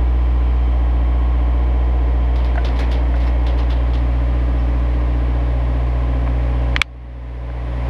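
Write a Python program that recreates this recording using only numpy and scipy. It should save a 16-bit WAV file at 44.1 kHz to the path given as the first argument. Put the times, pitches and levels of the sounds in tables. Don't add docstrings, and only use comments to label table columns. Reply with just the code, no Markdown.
import sys
import numpy as np
from scipy import signal
from scipy.io import wavfile
from scipy.ndimage import uniform_filter1d, minimum_filter1d, map_coordinates

SR = 44100
rng = np.random.default_rng(int(sys.argv[2]) if len(sys.argv) > 2 else 0)


def master_out(mix):
    frames = np.transpose(np.atleast_2d(mix))
    ceiling = np.clip(frames, -1, 1)
    pcm = np.round(ceiling * 32767).astype(np.int16)
    wavfile.write(sys.argv[1], SR, pcm)


N = 347949
T = np.arange(N) / SR
CONTROL_STEP = 64
CONTROL_T = T[::CONTROL_STEP]

# start_s, length_s, top_pitch_hz, fundamental_level_db
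BIRD_CHIRPS = [(3.255, .052, 2680, -44), (4.578, .04, 2690, -46)]
CHIRP_ARCH, CHIRP_OCTAVE_DB = 0.02, -9

# time_s, hiss_level_db, roar_level_db
WASH_LEVELS = [(0.0, -45, -38.5), (1.2, -45.5, -37), (2.3, -45.5, -35.5), (2.74, -42.5, -33),
               (3.2, -44.5, -33), (3.9, -43.5, -35.5), (6.3, -43.5, -35), (7.3, -41.5, -33.5),
               (7.89, -41, -32)]
# frequency_hz, density_db_per_hz
ROAR_COLOUR = [(25, -27), (45, -12.5), (90, -11), (170, -8.5), (280, -0.5), (385, -9), (570, -3),
               (900, -8.5), (1030, -8), (1250, -17), (1600, -47), (2500, -67)]
# frequency_hz, density_db_per_hz
HISS_COLOUR = [(900, -23.5), (1300, -1.5), (1470, -4.5), (1900, 2.5), (2250, -1), (2800, -4), (3200, -7),
               (3550, -9.5), (4100, -14), (5400, -21), (6100, -26), (7000, -30), (8200, -35.5), (9500, -30),
               (12000, -41.5), (15000, -56), (16000, -85.5)]
HISS_TILT_DB = 2
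# frequency_hz, density_db_per_hz
RUMBLE_COLOUR = [(30, -26.5), (50, -9), (90, -5), (170, 6.5), (230, -8), (400, -32.5), (800, -67.5)]
RUMBLE_DB = -45.5
# centre_hz, width_hz
BANDS = [(1900, 190), (3150, 120)]
# time_s, lower_band_db, upper_band_db
BAND_LEVELS = [(0, -64.5, -57.5), (2, -52.5, -56), (3.2, -50, -55.5), (5, -57, -61), (6.5, -53.5, -59),
               (7.2, -47, -65), (7.89, -54, -63)]

# start_s, level_db, brightness_db_per_octave, rise_ms
CLATTER_KNOCKS = [(2.357, -38.5, 0, 1.7), (2.382, -45, -5, 3), (2.421, -56, 0, 2), (2.4455, -40, 1, 0.92),
                  (2.5555, -48, 0, 0.6), (2.644, -37, -1, 3), (2.648, -35, -0.5, 1.2),
                  (2.758, -40.5, -6, 11), (2.764, -44, 6, 5), (2.7905, -33, 2.5, 0.51), (2.799, -39, 2, 3),
                  (2.812, -48, 6, 3), (2.91, -41, -2, 3), (2.9158, -34.5, -0.5, 1.0), (2.928, -44, 4, 3),
                  (3.15, -46, -1, 6), (3.162, -46, 2, 1), (3.2023, -40.5, -2, 1.5), (3.23, -42.5, 3, 3),
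                  (3.266, -41, 3, 3.6), (3.4659, -35, -2.5, 1.8), (3.574, -43, 2, 3), (3.586, -40, -3, 4),
                  (3.697, -37.5, 2, 5), (3.703, -36.5, -11, 2.8), (3.72, -50, 0, 3),
                  (3.934, -39, -4.5, 1.7), (3.941, -42, 0, 5), (3.97, -51, 0, 3)]
# frequency_hz, density_db_per_hz
CLATTER_COLOUR = [(700, 2.5), (1500, -3.5), (2200, -2.5), (3500, -1), (5200, -10), (6500, -20), (8200, -27),
                  (9700, -25), (12000, -29), (15700, -36)]
CLATTER_T60_S = 0.24
BODY_SHARE = 3

# start_s, peak_db, pitch_factor, decay_factor
RAIL_TAPS = [(2.5557, -19, 1.05, 0.34), (2.5755, -18, 1, .3), (2.5785, -12, 1.01, 0.98),
             (2.7905, -20, 1.16, 0.3), (2.835, -25, 1.2, .6), (3.14, -20, 0.98, 0.66),
             (6.2735, -25, 1.1, 0.12), (6.276, -19, 1.49, 0.1), (7.5005, -18, 1.1, 0.14)]
# frequency_hz, relative_level_db, t60_s
RAIL_MODES = [(695, 0, 0.067), (1010, -9, .015), (1486, -2.5, 0.061), (1810, 0, 0.021), (1950, -3, 0.024),
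              (2300, -10, 0.012), (2700, -11.5, 0.023)]

# start_s, ring_peak_db, pitch_factor, decay_factor
LATCH_CONTACTS = [(6.76326, 4.5, 0.902, 1.6), (6.7637, -0.5, 0.86, 0.29), (6.76443, -4, 0.85, 0.54),
                  (6.81541, 24.5, 0.912, 1.3), (6.81625, 28.5, 0.975, 1.16), (6.81714, 20, 0.948, 0.47),
                  (6.8181, 21.5, 1.024, 0.41)]
# frequency_hz, relative_level_db, t60_s
HOUSING_MODES = [(950, -10.5, 0.0086), (1464, -3, 0.0084), (2227, 11, 0.0037), (2930, -14.5, 0.0104),
                 (3446, -9, 0.0091), (3690, 0.4, 0.0043), (4208, -9, 0.0025), (5880, -23.5, 0.0087),
                 (6670, -10.5, 0.0031), (8300, -19, 0.0053), (9450, -15, 0.0026), (11900, -22.5, 0.0028),
                 (13595, -27.5, 0.0033), (15000, -32.7, 0.0042)]
CONTACT_RISE_S = 0.00088
DULL_HZ, DULLING, HARD_DB = 5900, 2.2, 18
# frequency_hz, density_db_per_hz
RATTLE_COLOUR = [(600, -3), (1200, -5), (2500, -4.5), (4500, -16), (7000, -31), (12000, -43)]
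# frequency_hz, relative_level_db, t60_s
SPRING_MODES = [(3780, -1, .1), (4050, -2, .14), (4420, 1, .18), (4580, -3, 0.22), (4670, -3, .2),
                (5141, -9, .2), (6325, -7, .17)]
SPRING_START_S, SPRING_PEAK_DB = 6.819, -33

# time_s, speed_rpm
CRANK_SPEED = [(0, 1805), (.9, 1794), (1.5, 1806), (2.15, 1797), (2.9, 1800), (3.55, 1794), (4.25, 1809),
               (4.9, 1797), (5.5, 1801), (6.5, 1807), (7.4, 1793), (7.89, 1796)]
HUNT_RPM = 1.47
SAG_AT_S, SAG_RPM, SAG_SPREAD_S = 2.68, 18.11, 0.1186
# time_s, firing_tone_db, octave_db
EXHAUST_LEVELS = [(0.0, -14.5, -32), (2.4, -15, -31.5), (2.7, -16.5, -31.5), (3.2, -15, -32),
                  (4.2, -16, -28), (4.85, -16, -29.5), (5.7, -17, -27), (7.3, -17, -26.5),
                  (7.89, -18.5, -26)]
STRONG_TONES = [5, 7, 9, 12, 16, 17, 18, 19, 20, 23, 29, 31, 33, 37, 40, 41, 45, 51, 54, 67, 72, 68, 69, 74,
                81, 87, 90, 92, 98, 99, 103, 108, 109, 110, 126, 150, 151]
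BASKET_HIGH_DB = [-48, -56, -49, -50, -49, -53.5, -46.5, -41, -43.5, -45.5, -48.5, -51, -58, -51.5, -49,
                  -53, -53, -50, -48, -47, -51.5, -55, -54, -64.5, -60.5, -60, -63, -59, -66, -65.5, -63,
                  -58.5, -64, -62.5, -60.5, -58, -64]
BASKET_LOW_DB = [-47, -49, -49, -47, -57.5, -41.5, -39.5, -59.5, -40.5, -53, -49, -46, -50.5, -42, -50.5,
                 -48.5, -49, -54, -50.5, -54, -53, -50, -58.5, -55, -57.5, -61, -66, -68.5, -61.5, -63, -59,
                 -60, -61.5, -55.5, -63, -62.5, -60]
CHANGE_AT_S = [3, 2.3, 3, 5.6, 4.3, 3.7, 1.1, 5.9, 0.96, 3.5, 2.8, 0.69, 3, 3.4, 3.3, 1.7, 0.91, 2.7, 1.3,
               2.6, 2.7, 2.1, 1.8, 3.4, 2.4, 1.2, 3.2, 2.4, 2.2, 3.1, 2.8, 1.2, 3.2, 3.8, 3, 3.6, 2.7]
CHANGE_SPREAD_S = 0.74
SWELLING_TONES = [20, 20, 31, 54, 72, 18, 18, 67]
# centre_s, spread_s, rise_db
SWELLS = [(3.4, 0.21, 2.5), (5.01, .4, 6), (2.2, .6, 4), (6.5, .5, 5.5), (6.6, .6, 4), (4.5, .6, 1.5),
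          (6.5, .4, 2), (1.7, 0.36, 3.5)]
# frequency_hz, level_db
FAINT_TONES = [(40, -64.5), (90, -53), (300, -55), (1000, -60.5), (1300, -70.5), (1900, -76), (2400, -70)]

EDGE_HZ = 15350


def gain_of(db):
    return 10 ** (np.asarray(db) / 20)


def evened(x):
    return x / np.sqrt(np.mean(x ** 2) + 1e-20)


def read(points, hz):
    point_hz, value = np.transpose(points)
    return np.interp(np.log(hz + 1), np.log(point_hz + 1), value)


def curves(rows):
    time_s, *columns = np.transpose(rows)
    return [np.interp(T, time_s, column) for column in columns]


def every_sample(curve):
    return np.interp(T, CONTROL_T, curve)


def bump(t, centre_s, spread_s):
    return np.exp(-((t - centre_s) / spread_s) ** 2)


def wander(count, per_s):
    knots = rng.standard_normal((count, int(N / SR * per_s) + 3))
    place = np.meshgrid(np.arange(count), CONTROL_T * per_s, indexing="ij")
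    return map_coordinates(knots, place, order=3)


def add(mix, start_s, sound):
    part = mix[round(start_s * SR):][:len(sound)]
    part += sound[:len(part)]


def noise(colour, patchy_db, tilt_db=0):
    frames, hz = N // 256 + 5, np.fft.rfftfreq(1024, 1 / SR)
    real, imaginary, patches = rng.standard_normal((frames, 513, 3)).T
    patches = uniform_filter1d(patches, size=8, axis=0)
    patches = evened(uniform_filter1d(patches, size=16, axis=1))
    octaves = np.log2(np.maximum(hz, 3000) / 3000)
    colour_db = read(colour, hz) + tilt_db * octaves
    spectra = (real + 1j * imaginary) * gain_of(colour_db[:, None] + patchy_db * patches)
    return evened(signal.istft(spectra, nperseg=1024, noverlap=768)[1][:N])


def ring(modes, rise_s, pitch=1, decay=1):
    t = T[:SR // 4]
    x = np.zeros(len(t))
    for hz, level_db, t60_s in modes:
        envelope = gain_of(level_db - 60 * t / (t60_s * decay))
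        x += envelope * np.sin(2 * np.pi * hz * pitch * t)
    x *= np.sin(np.pi / 2 * np.minimum(t / rise_s, 1)) ** 2
    return x / abs(x).max()


def chirp(length_s, top_hz):
    arch = np.sin(np.pi * T[:int(length_s * SR)] / length_s)
    pitch_hz = top_hz * (1 - CHIRP_ARCH + CHIRP_ARCH * arch)
    phase = 2 * np.pi * np.cumsum(pitch_hz) / SR
    return arch ** 0.6 * (np.sin(phase) + gain_of(CHIRP_OCTAVE_DB) * np.sin(2 * phase))


def distant_bird():
    out = np.zeros(N)
    for start_s, length_s, top_hz, level_db in BIRD_CHIRPS:
        add(out, start_s, gain_of(level_db) * chirp(length_s, top_hz))
    return out


def wash(cycle):
    hiss_db, roar_db = curves(WASH_LEVELS)
    firing = np.cos(4 * cycle)
    out = gain_of(roar_db + 0.5 * firing) * noise(ROAR_COLOUR, patchy_db=0.5)
    for (hz, width), level_db in zip(BANDS, curves(BAND_LEVELS)):
        colour = [(hz - 3 * width, -60), (hz - width, -6), (hz, 0), (hz + width, -6), (hz + 3 * width, -60)]
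        out += gain_of(level_db) * noise(colour, patchy_db=0.5)
    out += gain_of(RUMBLE_DB) * noise(RUMBLE_COLOUR, patchy_db=-4.0)
    hiss = noise(HISS_COLOUR, patchy_db=0.34, tilt_db=HISS_TILT_DB)
    return out + gain_of(hiss_db + 0.35 * firing) * hiss


def clatter():
    out, hz = np.zeros(N), np.fft.rfftfreq(128, 1 / SR)
    length = 12800
    t_burst = T[:length]
    octaves = np.log2(np.maximum(hz, 500) / 4000)[:, None]
    body = (hz < 2500)[:, None]
    t60_s = CLATTER_T60_S * 2 ** (-0.55 * octaves)
    bursts = rng.standard_normal((len(CLATTER_KNOCKS), length))
    for (start_s, level_db, bright_db, rise_ms), burst in zip(CLATTER_KNOCKS, bursts):
        _, t, spectra = signal.stft(burst, SR, nperseg=128)
        fall_db = -60 * np.maximum(t - 0.006, 0) / t60_s
        together = evened(uniform_filter1d(burst[:len(t)], size=3))
        patches = evened(uniform_filter1d(burst[:8 * len(t)].reshape(8, -1), size=4))
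        patches = patches.repeat(9, axis=0)[:len(hz)]
        ragged_db = 0.97 * together + 2.33 * patches
        colour_db = read(CLATTER_COLOUR, hz)[:, None] + bright_db * (octaves + BODY_SHARE * body)
        x = signal.istft(spectra * gain_of(colour_db + fall_db + ragged_db), SR, nperseg=128)[1]
        x = x / gain_of(colour_db).std()
        x = x * (1 + 1.4 * np.exp(-t_burst / 0.0013))
        add(out, start_s, gain_of(level_db) * x * np.minimum(t_burst * 1000 / rise_ms, 1))
    return out


def rail_taps():
    out = np.zeros(N)
    for start_s, peak_db, pitch, decay in RAIL_TAPS:
        add(out, start_s, gain_of(peak_db) * ring(RAIL_MODES, 0.0017, pitch, decay))
    return out


def latch():
    out, rattle = np.zeros(N), noise(RATTLE_COLOUR, patchy_db=1.5)
    t = T[:SR // 8]
    for start_s, peak_db, pitch, decay in LATCH_CONTACTS:
        dulling = DULLING * min(peak_db - HARD_DB, 0)
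        modes = [(hz, level_db + dulling * np.log2(max(hz / DULL_HZ, 1)), t60_s)
                 for hz, level_db, t60_s in HOUSING_MODES]
        body = ring(modes, CONTACT_RISE_S, pitch, decay)[:len(t)]
        tail_db = -30.5 - 0.33 * peak_db - 60 * t / 0.054
        tail = rattle[round(start_s * SR):][:len(t)] * gain_of(tail_db) * np.minimum(t / 0.0015, 1)
        add(out, start_s, gain_of(peak_db) * (body + tail))
    add(out, SPRING_START_S, gain_of(SPRING_PEAK_DB) * ring(SPRING_MODES, rise_s=0.004))
    return out


def engine_cycle():
    hunt = every_sample(wander(count=1, per_s=3.0)[0])
    rpm = curves(CRANK_SPEED)[0] + HUNT_RPM * hunt - SAG_RPM * bump(T, SAG_AT_S, SAG_SPREAD_S)
    return 2 * np.pi * np.cumsum(rpm / 120) / SR


def strong_tone_levels():
    levels = {}
    for k, high_db, low_db, at_s in zip(STRONG_TONES, BASKET_HIGH_DB, BASKET_LOW_DB, CHANGE_AT_S):
        lowered = (1 + np.tanh((CONTROL_T - at_s) / CHANGE_SPREAD_S)) / 2
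        levels[k] = high_db + (low_db - high_db) * lowered
    for k, (centre_s, spread_s, rise_db) in zip(SWELLING_TONES, SWELLS):
        levels[k] = levels[k] + rise_db * bump(CONTROL_T, centre_s, spread_s)
    return levels


def engine(cycle):
    firing_db, octave_db = curves(EXHAUST_LEVELS)
    out = gain_of(firing_db) * np.sin(4 * cycle) + gain_of(octave_db) * np.sin(8 * cycle)
    start_phase = rng.random(160) * 2 * np.pi
    slow = wander(count=160, per_s=0.88)
    quick = wander(count=160, per_s=5.0)
    late = wander(count=160, per_s=3.0)
    strong = strong_tone_levels()
    for k in set(range(3, 160)) - {4, 8}:
        faint_db = read(FAINT_TONES, 15 * k) + 4.5 * slow[k]
        level_db = strong.get(k, faint_db) + 0.32 * slow[k] + 1.5 * quick[k]
        phase = start_phase[k] + 0.2 * late[k]
        out += every_sample(gain_of(level_db)) * np.sin(k * cycle + every_sample(phase))
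    return np.sqrt(2) * out


def scene():
    cycle = engine_cycle()
    background = distant_bird() + wash(cycle)
    hits = clatter() + rail_taps() + latch()
    return (background + hits + engine(cycle))[None]


def record(dry):
    over_db = np.maximum(20 * np.log10(abs(dry[0]) + 1e-9) + 1.3, 0)
    ahead = int(0.005 * SR)
    over_db = -minimum_filter1d(-over_db, size=ahead, origin=-(ahead // 2))
    quick, slow = T * 220.0, T * 15.7
    quick_db = np.maximum.accumulate(0.86 * over_db + quick) - quick
    slow_db = np.maximum.accumulate(0.61 * over_db + slow) - slow
    duck_db = uniform_filter1d(np.maximum(quick_db, slow_db), size=130)
    clipped = np.clip(dry / gain_of(duck_db), -1, 1)
    padded = np.pad(clipped, ((0, 0), (127, 127)), "reflect", reflect_type="odd")
    lowpass = signal.firwin(255, EDGE_HZ, window=("kaiser", 8), fs=SR)
    return signal.oaconvolve(padded, lowpass[None], "valid", axes=1)


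dry = scene()
out = record(dry)
master_out(out)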